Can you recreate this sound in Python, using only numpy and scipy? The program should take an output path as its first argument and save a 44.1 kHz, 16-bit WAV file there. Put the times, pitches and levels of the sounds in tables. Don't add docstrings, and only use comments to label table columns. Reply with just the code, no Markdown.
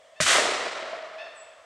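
import sys
import numpy as np
from scipy import signal
from scipy.fft import rfft, irfft, next_fast_len
from scipy.io import wavfile
from scipy.ndimage import uniform_filter1d, minimum_filter1d, map_coordinates

SR = 44100
rng = np.random.default_rng(int(sys.argv[2]) if len(sys.argv) > 2 else 0)


def output_pcm(signal):
    pcm = np.clip(np.atleast_2d(signal).T, -1, 1) * 32767
    wavfile.write(sys.argv[1], SR, np.round(pcm).astype(np.int16))


N = 72765

# arrival, rise and hold in seconds, level in dB.
VALLEY_ENVELOPE = (.295, .07, .018, -23.2)


def amp(db):
    return 10 ** (np.asarray(db) / 20)


def unit(x):
    return x / np.sqrt(np.mean(x ** 2) + 1e-20)


def clock():
    return np.arange(N) / SR


def decay(age_s, t60_s):
    return np.exp(-np.log(1000) * age_s / t60_s)


def along(points, hz):
    knots_hz, values = np.transpose(points)
    return np.interp(np.log(hz + 1), np.log(knots_hz + 1), values)


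def wobble(rate_hz):
    return map_coordinates(rng.standard_normal(N), [clock() * rate_hz])


def filtered(x, response):
    size = next_fast_len(N + SR // 2)
    return irfft(rfft(x, size) * response(np.fft.rfftfreq(size, 1 / SR)), size)[..., :N]


def coloured(x, colour, size=4096):
    cepstrum = irfft(np.log(amp(along(colour, np.fft.rfftfreq(size, 1 / SR)))))
    cepstrum[1:size // 2] *= 2
    cepstrum[size // 2 + 1:] = 0
    return signal.fftconvolve(x, irfft(np.exp(rfft(cepstrum))))[:len(x)]


def spread(pair, gain):
    # frequency in Hz, left-right correlation.
    correlation = [(100, .9998), (300, .993), (600, .988), (1200, .91), (2100, .91), (3200, .975),
                   (4000, .994), (5500, .988), (7500, .92), (12000, .998)]
    angle = lambda hz: np.arccos(np.clip(along(correlation, hz), -1, 1)) / 2
    mid, side = filtered(pair, lambda hz: gain(hz) * np.array([np.cos(angle(hz)), np.sin(angle(hz))]))
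    return unit(np.array([mid + side, mid - side]))


def blast(start_s=.2029, spike_s=.00022, boom_rise_s=.0018):
    # delay in seconds, gain in dB.
    paths = [(0, -.5), (.0017, -5.5), (.0047, -14)]
    # frequency in Hz, gain in dB.
    colour = [(30, -26), (120, -10), (380, -12), (660, 4), (880, -7), (1150, 0), (1900, 1), (3300, -4),
              (4800, -16), (8500, -14), (12000, -35), (16000, -35)]
    # frequency in Hz, level in dB, T60 in seconds.
    modes = [(70, -41, .3), (160, -25, .09), (635, -13, .046)]
    pressure = np.zeros(N)
    for delay_s, db in paths:
        u = np.maximum(clock() - start_s - delay_s, 0) / spike_s
        pressure += amp(db) * (u > 0) * (1 - u) * np.exp(-u)
    age_s = np.maximum(clock() - start_s, 0)
    boom = sum(amp(db) * np.sin(2 * np.pi * hz * age_s) * decay(age_s, t60_s) for hz, db, t60_s in modes)
    return coloured(pressure, colour) + boom * (1 - np.exp(-age_s / boom_rise_s))


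def echo(envelope, colour, t60, grain_db=1.2, clump_db=.8, frame=256):
    start_s, rise_s, hold_s, db = envelope
    grains = rng.standard_normal((2, N)) * amp(grain_db * wobble(2500) + clump_db * wobble(90))
    wash = spread(grains, lambda hz: amp(along(colour, hz)))
    bands_hz, frames_s, spectra = signal.stft(wash, SR, nperseg=frame)
    age_s = np.maximum(frames_s - start_s - rise_s - hold_s, 0)
    spectra *= decay(age_s, along(t60, bands_hz)[:, None])
    cloud = signal.istft(spectra, SR, nperseg=frame)[1][:, :N]
    swell = np.sin(np.pi / 2 * np.clip((clock() - start_s) / rise_s, 0, 1)) ** 2
    return amp(db) * cloud * swell


def hillsides():
    # arrival, rise and hold in seconds, level in dB.
    bank_envelope = (.2018, .008, .019, -22.5)
    slope_envelope = (.24, .05, .043, -17.9)
    # frequency in Hz, relative density in dB.
    bank_colour = [(25, -34), (50, -12), (130, -12), (260, -13), (450, -18), (640, -8), (880, -19),
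                   (1250, -7), (1950, -1), (2500, -6), (4500, -6.5), (7500, -6.3), (9000, -9), (15500, -46)]
    slope_colour = [(25, -55), (50, -27), (170, -25), (325, -15), (660, -6), (880, -11), (1100, -3),
                    (1400, -1.5), (1820, 0), (2550, -6.5), (3000, -3.5), (4200, -8.5), (7700, -9.5),
                    (9000, -13), (15500, -50)]
    valley_colour = [(20, -55), (32, -30), (69, -20), (150, -26), (220, -14), (315, -6), (480, -1),
                     (620, -2.5), (760, -2), (880, -7), (1050, -5), (1330, -3.5), (1550, -8), (1870, -4.5),
                     (2600, -8.8), (3680, -10), (6500, -16.3), (7860, -15.7), (9400, -23), (15500, -66)]
    # frequency in Hz, T60 in seconds.
    bank_t60 = [(100, .4), (1000, .33), (8000, .42)]
    slope_t60 = [(200, .6), (2000, .5), (7000, .6), (13000, .45)]
    valley_t60 = [(60, 1.35), (250, 1.38), (600, 2), (1200, 2.55), (2500, 2.05), (5000, 1.63), (8000, 1.17),
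                  (13000, .78)]
    return (echo(bank_envelope, bank_colour, bank_t60)
            + echo(slope_envelope, slope_colour, slope_t60)
            + echo(VALLEY_ENVELOPE, valley_colour, valley_t60))


def slaps(gain_db=-5.5, decay_s=.006):
    # arrival in seconds, relative peak in dB.
    arrivals = [(0.355, -9), (0.384, -9), (0.419, -12), (0.454, -14), (0.489, -15), (0.52, -15),
                (0.662, -18), (0.825, -23), (0.931, -24)]
    # frequency in Hz, relative gain in dB.
    colour = [(80, -45), (300, -14), (500, -4), (640, 1), (850, -11), (2000, -18), (5000, -32),
              (12000, -70)]
    out = np.zeros(N + SR)
    t = np.arange(SR // 10) / SR
    for start_s, db in arrivals:
        burst = coloured(rng.standard_normal(len(t)) * np.exp(-t / decay_s), colour)
        out[round(start_s * SR):][:len(t)] += amp(db + gain_db) * burst / np.abs(burst).max()
    return out[:N]


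def hollow(centre_hz=642, half_width_hz=34):
    return spread(rng.standard_normal((2, N)), lambda hz: 1 / (1 + ((hz - centre_hz) / half_width_hz) ** 2))


def ring(rise_s=.55):
    # time in seconds, level in dB before the fade-in.
    contour = [(.6, -41), (.93, -39.5), (1.12, -43), (1.23, -42), (1.35, -50), (1.5, -55), (1.65, -60)]
    times_s, db = np.transpose(contour)
    fade_in = np.clip((clock() - VALLEY_ENVELOPE[0]) / rise_s, 0, 1)
    return amp(np.interp(clock(), times_s, db)) * fade_in * hollow()


def yelps(arch=.06, jitter=.05, attack_s=.006):
    # start and length in seconds, top pitch in Hz, level in dB, roughness from 0 to 1.
    calls = [(.157, .12, 920, -56, .2), (1.179, .11, 890, -45, .55)]
    harmonics_db = [-15, -2, 0, -5, -12, -15, -22]
    out = np.zeros(N)
    for start_s, length_s, top_hz, db, roughness in calls:
        progress = np.clip((clock() - start_s) / length_s, 0, 1)
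        pitch_hz = top_hz * (1 + arch * (np.sin(np.pi * progress) - 1) + jitter * roughness * wobble(600))
        phase = 2 * np.pi * np.cumsum(pitch_hz) / SR
        voice = unit(sum(amp(level) * np.sin(k * phase) for k, level in enumerate(harmonics_db, 1)))
        envelope = np.minimum(progress * length_s / attack_s, 1) * np.sqrt(1 - progress)
        out += amp(db) * voice * envelope
    return among_trees(out, wet_db=2, t60_s=1.25)


def bird(waver=.006, lower_voice_db=-13):
    # time in seconds, upper and lower pitch in Hz, upper voice level in dB.
    whistle = [(1.34, 8600, 7400, -80), (1.353, 8440, 7320, -68), (1.368, 8030, 7240, -59),
               (1.39, 7880, 7270, -55), (1.415, 7760, 7230, -53.5), (1.435, 7950, 7200, -59),
               (1.455, 7780, 7050, -63), (1.53, 7880, 7150, -72), (1.6, 7850, 7100, -82)]
    times_s, upper_hz, lower_hz, db = np.transpose(whistle)
    t = clock()

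    def voice(hz):
        pitch_hz = np.interp(t, times_s, hz) * (1 + waver * wobble(150))
        return np.sqrt(2) * np.sin(2 * np.pi * np.cumsum(pitch_hz) / SR)

    envelope = amp(np.interp(t, times_s, db)) * (t > times_s[0]) * (t < times_s[-1])
    call = envelope * (voice(upper_hz) + amp(lower_voice_db) * voice(lower_hz))
    return among_trees(call, wet_db=-8, t60_s=.7)


def among_trees(call, wet_db, t60_s):
    tail = spread(rng.standard_normal((2, N)), np.ones_like) * decay(clock(), t60_s)
    tail /= np.linalg.norm(tail[0])
    return call + amp(wet_db) * signal.fftconvolve(call[None], tail, axes=1)[:, :N]


def background(hiss_db=-56.3, hum_db=-57.5):
    # frequency in Hz, relative density in dB.
    colour = [(20, -50), (35, -32), (80, -24), (150, -31), (300, -28), (430, -22), (530, -7), (680, -3),
              (800, -18), (900, -20), (1130, -13), (1500, -21), (1880, -14), (2600, -24), (3250, -18),
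              (3900, -27), (5200, -28.5), (8300, -28), (11000, -46), (15500, -54)]
    hiss = spread(rng.standard_normal((2, N)), lambda hz: amp(along(colour, hz)))
    return amp(hiss_db) * hiss + amp(hum_db) * hollow()


def scene():
    return blast() + hillsides() + slaps() + ring() + background() + bird() + yelps()


def record(dry):
    ceiling, window_s, cutoff_hz = .41, .002, 15750
    size = round(window_s * SR) | 1
    needed_gain = ceiling / np.maximum(np.abs(dry).max(axis=0), ceiling)
    gain = uniform_filter1d(minimum_filter1d(needed_gain, size), size)
    return filtered(dry * gain, lambda hz: hz < cutoff_hz)


dry = scene()
out = record(dry)
output_pcm(out)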